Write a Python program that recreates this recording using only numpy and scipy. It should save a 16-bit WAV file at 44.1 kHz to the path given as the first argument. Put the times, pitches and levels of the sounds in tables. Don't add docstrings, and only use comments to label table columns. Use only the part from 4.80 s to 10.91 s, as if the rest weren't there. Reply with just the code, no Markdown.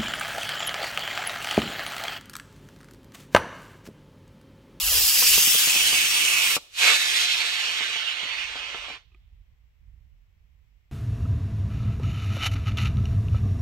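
import sys
import numpy as np
from scipy import signal
from scipy.fft import rfft, irfft
from scipy.io import wavfile
from scipy.ndimage import uniform_filter1d, map_coordinates

SR = 44100
rng = np.random.default_rng(int(sys.argv[2]) if len(sys.argv) > 2 else 0)


def persist_wave(psi):
    counts = np.round(np.clip(psi, -1, 1) * 32767).astype(np.int16)
    wavfile.write(sys.argv[1], SR, np.atleast_2d(counts).T)


N = 269563
FRAME, HOP = 512, 128
TIME_S, FRAME_S = np.arange(N) / SR, np.arange(N // HOP + 5) * HOP / SR
BINS_HZ = np.fft.rfftfreq(FRAME, 1 / SR)
JET_BAND_HZ, ROAR_BAND_HZ, SIZZLE_BAND_HZ = (2000, 4000), (400, 1400), (8000, 15000)

# freq_hz, density_db
FIRST_JET_SPECTRUM = [(100, -29), (300, -25.5), (700, -22.5), (1400, -17), (2000, -6.5), (2650, -1),
                      (3300, -3.5), (4100, -9), (5200, -9.5), (7500, -11.5), (11000, -16), (13000, -16),
                      (15500, -23)]
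SECOND_JET_SPECTRUM = [(100, -33), (220, -32.5), (400, -21), (800, -16), (1400, -11.5), (1850, -6),
                       (2600, -4), (3600, -4), (5000, -10.5), (7500, -15.5), (9500, -21.5), (12000, -21),
                       (15500, -35.5)]
# freq_hz, weight
ROAR_WEIGHTS = [(150, 0.68), (450, 1.5), (800, 1.1), (1300, 0.9), (1900, 0)]
SIZZLE_WEIGHTS = [(3000, 0.0047), (4800, 0.53), (7500, 0.9), (11000, 1.325), (15000, 1.57)]
# centre_s, gain_db, half_width_s
SURGES = [(0.177, 2, 0.075), (0.51, 1.5, 0.072), (1.115, 1.34, .08), (2.39, 2, 0.056), (2.982, 1.46, 0.39),
          (3.621, 1.4, 0.039)]
# start_s, level_db, tilt_db_per_octave
SPUTTERS = [(0.423, -26, 4.5), (0.578, -25.5, -2.5), (0.675, -29.5, -3), (0.748, -29, -2), (0.874, -31, -3),
            (0.962, -32.5, -3.5), (1.13, -28, -2.5), (1.767, -25.5, 0), (3.008, -34.5, 1.2), (3.16, -36, 3),
            (3.431, -37.5, 0.5), (3.455, -42.5, -6.5), (3.757, -35.5, 1), (3.947, -30.5, .5),
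            (4.084, -38, 1.5), (4.102, -37.5, 1.5)]
# freq_hz, gain_db
SPUTTER_EQ = [(50, -18.5), (160, -1), (600, 1.5), (1400, 2.5), (2300, -9), (8000, -42)]
# freq_hz, density_db
WHUMP_SPECTRUM = [(120, -32), (230, -20), (340, -5.5), (560, -0.5), (800, -6.5), (1600, -34.5)]
# time_s, elevation_sine
CLIMB = [(0, 0.068), (.25, .22), (.5, 0.38), (.75, 0.56), (1, 0.71), (1.25, 0.88), (1.5, .86), (2, 0.92),
         (3, 0.97), (4, 0.9)]
# delay_s, gain
NEAR_ECHOES = [(.0014, 0.002), (.0028, 0.097), (.0045, 0.074), (.0069, .32), (.0075, -0.09)]
# freq_hz, left_minus_right_db
BALANCE_AHEAD = [(300, 1), (900, -1), (1500, 6), (2700, -6), (3700, 0.5), (4800, -5), (6500, 0.5),
                 (9300, 2.5), (12500, -3), (14500, 8.5)]
BALANCE_OVERHEAD = [(300, 0.5), (1100, 0), (1900, -7), (2700, -7.5), (3400, -10), (4200, -0.5), (5200, 6),
                    (6500, 9), (8300, 8), (9300, 2), (10200, 1), (12500, 1), (14500, 7)]
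# freq_hz, coherence
PORT_COHERENCE = [(200, 1), (1000, 0.58), (1700, 0.63), (2600, .85), (3800, 0.51), (5000, 0.53), (9000, 1),
                  (12000, 0.33), (14500, 0.32)]
# freq_hz, left_lead_rad
PORT_PHASE = [(200, -0.5), (1200, 0.45), (1900, -2.5), (2500, 0.5), (3200, 2), (3800, 4), (4600, 7),
              (8500, 7.5), (11000, 8.5), (15000, 12)]
# centre_hz, width_hz, gain_db
PORT_RESONANCES = [(2270, 700, -5), (2856, 410, 3.5), (4484, 472, 0), (4953, 1300, 4.5), (9030, 1400, -7.5)]
# freq_hz, gain_db
SCATTER_EQ = [(200, -7), (1200, -5), (2300, -4.5), (3600, 3.5), (8000, 1.5), (15000, -7.5)]
# start_s, level_db
KNOCKS = [(4.318, -58), (4.346, -48.5)]
# pitch_hz, level_db, t60_s
KNOCK_MODES = [(371, -4.5, 0.054), (1236, -8, .04), (2500, 6, 0.013)]
# start_s, level_db, rise_s
GUSTS = [(.01, -40, 0.099), (.45, -45, 0.065), (.93, -54, 0.12), (3.5, -57.5, 0.28), (4.24, -54, 0.22),
         (4.96, -52, 0.16), (5.5, -58.5, .2)]
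# freq_hz, density_db
WIND_SPECTRUM = [(15, -15.5), (30, -2.5), (50, 4), (80, -4), (180, -24.5), (300, -43), (800, -67.5)]
# freq_hz, density_db
HISS_SPECTRUM = [(200, -10), (400, -6), (1600, -9.5), (2050, -2.5), (3000, -5), (4600, -13), (5600, -12),
                 (6800, -18.5), (7600, -14.5), (9200, -32.5), (12500, -16), (15500, -16)]


def first_motor(build_s=.31, cutout_s=1.761, cut_length_s=.025, fizz_db_per_s=94):
    on_pad = np.exp(-FRAME_S / build_s)
    turned = (1 + np.tanh((elevation(FRAME_S) - .63) / .17)) / 2
    spent = np.minimum(since(cutout_s) / cut_length_s, 1)
    level_db = -26 - 9.5 * on_pad + surges_db() - 36 * spent - fizz_db_per_s * since(cutout_s)
    roar_db = -18.5 + 6.5 * on_pad + 19 * spent
    sizzle_db = 5 - 11 * turned + 7 * spent
    return jet(FIRST_JET_SPECTRUM, level_db, roar_db, sizzle_db)


def second_motor(full_s=1.9945, flare_s=2.085, burnout_s=4.137, catch_db_per_s=420, die_db_per_s=311):
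    burnt = np.minimum(since(full_s) / (burnout_s - full_s), 1)
    flare = np.exp(-((FRAME_S - flare_s) / .075) ** 4)
    thrust_db = -catch_db_per_s * np.maximum(full_s - FRAME_S, 0) - die_db_per_s * since(burnout_s)
    near = np.exp(-(since(full_s) / .87) ** 1.9)
    level_db = -27.5 + thrust_db + surges_db() + 7.5 * flare - 13.5 * burnt ** 1.71
    roar_db = -17.5 + 1.8 * flare + 9 * burnt ** 3.7
    sizzle_db = -24.5 + 15.5 * near - 4 * flare
    return jet(SECOND_JET_SPECTRUM, level_db, roar_db, sizzle_db)


def surges_db():
    return sum(db * np.exp(-((FRAME_S - centre_s) / half_s) ** 2) for centre_s, db, half_s in SURGES)


def jet(spectrum, level_db, roar_db, sizzle_db, flutter_db=.6, twinkle_db=.39, crackle=.092):
    base_db = lookup(spectrum, BINS_HZ)
    base_db -= band_db(base_db, JET_BAND_HZ)
    bass_db = roar_db[:, None] - band_db(base_db, ROAR_BAND_HZ)
    treble_db = sizzle_db[:, None] - band_db(base_db, SIZZLE_BAND_HZ)
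    treble_db += twinkle_db * wander(rate_hz=12)[:, None]
    field_db = base_db + bass_db * lookup(ROAR_WEIGHTS, BINS_HZ)
    field_db += treble_db * lookup(SIZZLE_WEIGHTS, BINS_HZ)
    field_db -= band_db(field_db, JET_BAND_HZ)
    field_db += (level_db + flutter_db * wander(rate_hz=14))[:, None]
    roughness = unit_rms(uniform_filter1d(rng.standard_normal(N), size=40))
    shocks = unit_rms(np.exp(crackle * roughness))
    spectra = air_turbulence(stft(shocks * rng.standard_normal((2, N))))
    return istft(spectra * gain_of(field_db[:spectra.shape[1]]) * np.sqrt(FRAME / 2))


def sputters(gain_db=11, pulse_s=.00028, puff_s=.005, pivot_hz=600):
    out, t = np.zeros(N), np.arange(2000) / SR
    middle = len(t) // 2
    pulse = (1 - t / pulse_s) * np.exp(-t / pulse_s)
    octaves = np.clip(np.log2((np.fft.rfftfreq(len(t), 1 / SR) + 1) / pivot_hz), -2, 2)
    for start_s, db, tilt_db_per_octave in SPUTTERS:
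        puff = .84 * rng.standard_normal(len(t)) * np.exp(-t / puff_s)
        spectrum = rfft(np.roll(pulse + puff, middle))
        pop = irfft(spectrum * gain_of(db + gain_db + tilt_db_per_octave * octaves))
        add(out, start_s - middle / SR, pop)
    return coloured(out, SPUTTER_EQ)


def whump(level_db=-38.5, centre_s=2.095, half_s=.05):
    swell = np.exp(-((TIME_S - centre_s) / half_s) ** 2)
    return gain_of(level_db) * swell * unit_rms(coloured(rng.standard_normal(N), WHUMP_SPECTRUM))


def elevation(time_s):
    return np.interp(time_s, *np.transpose(CLIMB))


def overhead(time_s):
    return np.clip(elevation(time_s) / .71, 0, 1) ** 2


def air_turbulence(spectra, depth_db=1.58, patch_hz=420, patch_s=.11):
    along_time = np.fft.fftfreq(spectra.shape[1], HOP / SR)[:, None] * patch_s
    along_freq = np.fft.fftfreq(len(BINS_HZ), BINS_HZ[1]) * patch_hz
    blur = np.exp(-2 * (along_time ** 2 + along_freq ** 2))
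    patches = np.fft.ifft2(np.fft.fft2(rng.standard_normal(spectra.shape[1:])) * blur).real
    return spectra * gain_of(depth_db * unit_rms(patches))


def ground_echo(x, zenith_lag_s=.01175, grazing_gain=.48, zenith_gain=.27):
    up = elevation(TIME_S)
    reflected = coloured(x, [(1500, 2), (5000, 4), (14000, -6)])
    gain = grazing_gain + (zenith_gain - grazing_gain) * up
    return x + gain * delayed(reflected, zenith_lag_s * up)


def near_echoes(x, drift=.151, sway=.0032):
    swaying = np.interp(TIME_S, FRAME_S, wander(rate_hz=.99))
    stretch = 1 + drift * (elevation(TIME_S) - 1) + sway * swaying
    thin = coloured(x, [(350, -9.5), (1400, .5)])
    echoes = sum(gain * delayed(thin, delay_s * stretch) for delay_s, gain in NEAR_ECHOES)
    return x + (1 + overhead(TIME_S)) / 2 * echoes


def microphone_ports(x, overhead_db=1, ahead_lag_s=.00002):
    shared, unshared = stft(x)
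    up = overhead(FRAME_S[:len(shared), None])
    balance_db = (1.5 - up) * lookup(BALANCE_AHEAD, BINS_HZ) + up * lookup(BALANCE_OVERHEAD, BINS_HZ)
    balance = gain_of(balance_db)
    phasor = (1 - up) * np.exp(-2j * np.pi * BINS_HZ * ahead_lag_s)
    phasor += up * np.exp(-1j * lookup(PORT_PHASE, BINS_HZ))
    coherence = np.clip(lookup(PORT_COHERENCE, BINS_HZ), 0, 1)
    right = (coherence * shared + np.sqrt(1 - coherence ** 2) * unshared) * np.exp(1j * np.angle(phasor))
    ahead_db = sum(db * np.exp(-(2 * (BINS_HZ - hz) / width_hz) ** 2)
                   for hz, width_hz, db in PORT_RESONANCES)
    colour = gain_of((1 - up) * ahead_db + up * overhead_db)
    return istft(np.array([shared * balance, right]) * 2 / (1 + balance) * colour)


def lake_bed_scatter(x, early_db=-23, early_t60_s=.38, late_db=-30.5, late_t60_s=2.1):
    t = np.arange(SR) / SR
    response = 0
    for db, t60_s in [(early_db, early_t60_s), (late_db, late_t60_s)]:
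        tail = rng.standard_normal((2, SR)) * gain_of(-60 * t / t60_s) * (t > .012)
        response += gain_of(db) * tail / np.linalg.norm(tail[0])
    spectra = stft(coloured(response, SCATTER_EQ))
    air_db = -9 * FRAME_S[:spectra.shape[1], None] * (BINS_HZ / 4000) ** 2
    return signal.fftconvolve(x, istft(spectra * gain_of(air_db)), axes=1)[:, :N]


def knocks(scrape_s=.003, left_db=-8.5, right_db=-3.5):
    out, t = np.zeros(N), np.arange(3000) / SR
    ring = sum(gain_of(db - 60 * t / t60_s) * np.sin(2 * np.pi * hz * t) for hz, db, t60_s in KNOCK_MODES)
    for start_s, db in KNOCKS:
        scrape = rng.standard_normal(len(t)) * np.exp(-t / scrape_s)
        add(out, start_s, gain_of(db) * signal.fftconvolve(scrape / np.linalg.norm(scrape), ring))
    return out * gain_of([[left_db], [right_db]])


def wind(gain_db=-1, breeze_db=-65, eddy_db=1.34, width=.4):
    mid, side = unit_rms(coloured(rng.standard_normal((2, N)), WIND_SPECTRUM))
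    lean_db = np.linspace(2, -5, N)
    rumble = np.array([mid + width * side, mid - width * side]) * gain_of([lean_db, -lean_db])
    power = gain_of(breeze_db) ** 2
    for start_s, db, rise_s in GUSTS:
        age = since(start_s) / rise_s
        power += (gain_of(db) * age * np.exp(1 - age)) ** 2
    strength = np.sqrt(power) * gain_of(gain_db + eddy_db * wander(rate_hz=8.6))
    return rumble * np.interp(TIME_S, FRAME_S, strength)


def hiss(gain_db=-76.5):
    left, right = unit_rms(coloured(rng.standard_normal((2, N)), HISS_SPECTRUM))
    left = coloured(left, [(2000, 3), (3000, -4), (6000, 2)])
    right = coloured(right, [(2000, 1), (3000, 2), (4500, -1.5), (6000, -10.5)])
    return gain_of(gain_db) * np.array([left, right])


def gain_of(db):
    return 10 ** (np.asarray(db) / 20)


def unit_rms(x):
    return x / np.sqrt(np.mean(x ** 2) + 1e-20)


def lookup(points, hz):
    points_hz, values = np.transpose(points)
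    return np.interp(np.log(hz + 1), np.log(points_hz + 1), values)


def coloured(x, points):
    size = x.shape[-1]
    return irfft(rfft(x) * gain_of(lookup(points, np.fft.rfftfreq(size, 1 / SR))), size)


def band_db(field_db, band_hz):
    inside = (BINS_HZ >= band_hz[0]) & (BINS_HZ < band_hz[1])
    return 10 * np.log10(np.sum(gain_of(field_db[..., inside]) ** 2, -1, keepdims=True))


def wander(rate_hz):
    size = len(FRAME_S)
    hz = np.fft.rfftfreq(size, HOP / SR)
    return unit_rms(irfft(rfft(rng.standard_normal(size)) * hz / (rate_hz ** 3 + hz ** 3), size))


def since(start_s):
    return np.maximum(FRAME_S - start_s, 0)


def delayed(x, delay_s):
    return np.array([map_coordinates(row, [(TIME_S - delay_s) * SR], order=3) for row in x])


def add(mix, start_s, sound):
    part = mix[max(round(start_s * SR), 0):][:len(sound)]
    part += sound[:len(part)]


def stft(x):
    return signal.stft(x, nperseg=FRAME, noverlap=FRAME - HOP)[2].swapaxes(1, 2)


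def istft(spectra):
    return signal.istft(spectra.swapaxes(1, 2), nperseg=FRAME, noverlap=FRAME - HOP)[1][:, :N]


def scene():
    exhaust = first_motor() + second_motor()
    exhaust[0] += sputters() + whump()
    rocket = microphone_ports(near_echoes(ground_echo(exhaust)))
    return rocket + lake_bed_scatter(rocket) + knocks() + wind() + hiss()


def record(dry):
    cutoff_hz = 15850
    lowpass = signal.firwin(511, cutoff_hz, window=("kaiser", 9), fs=SR)
    return signal.oaconvolve(dry, lowpass[None], "same")


dry = scene()
out = record(dry)
persist_wave(out)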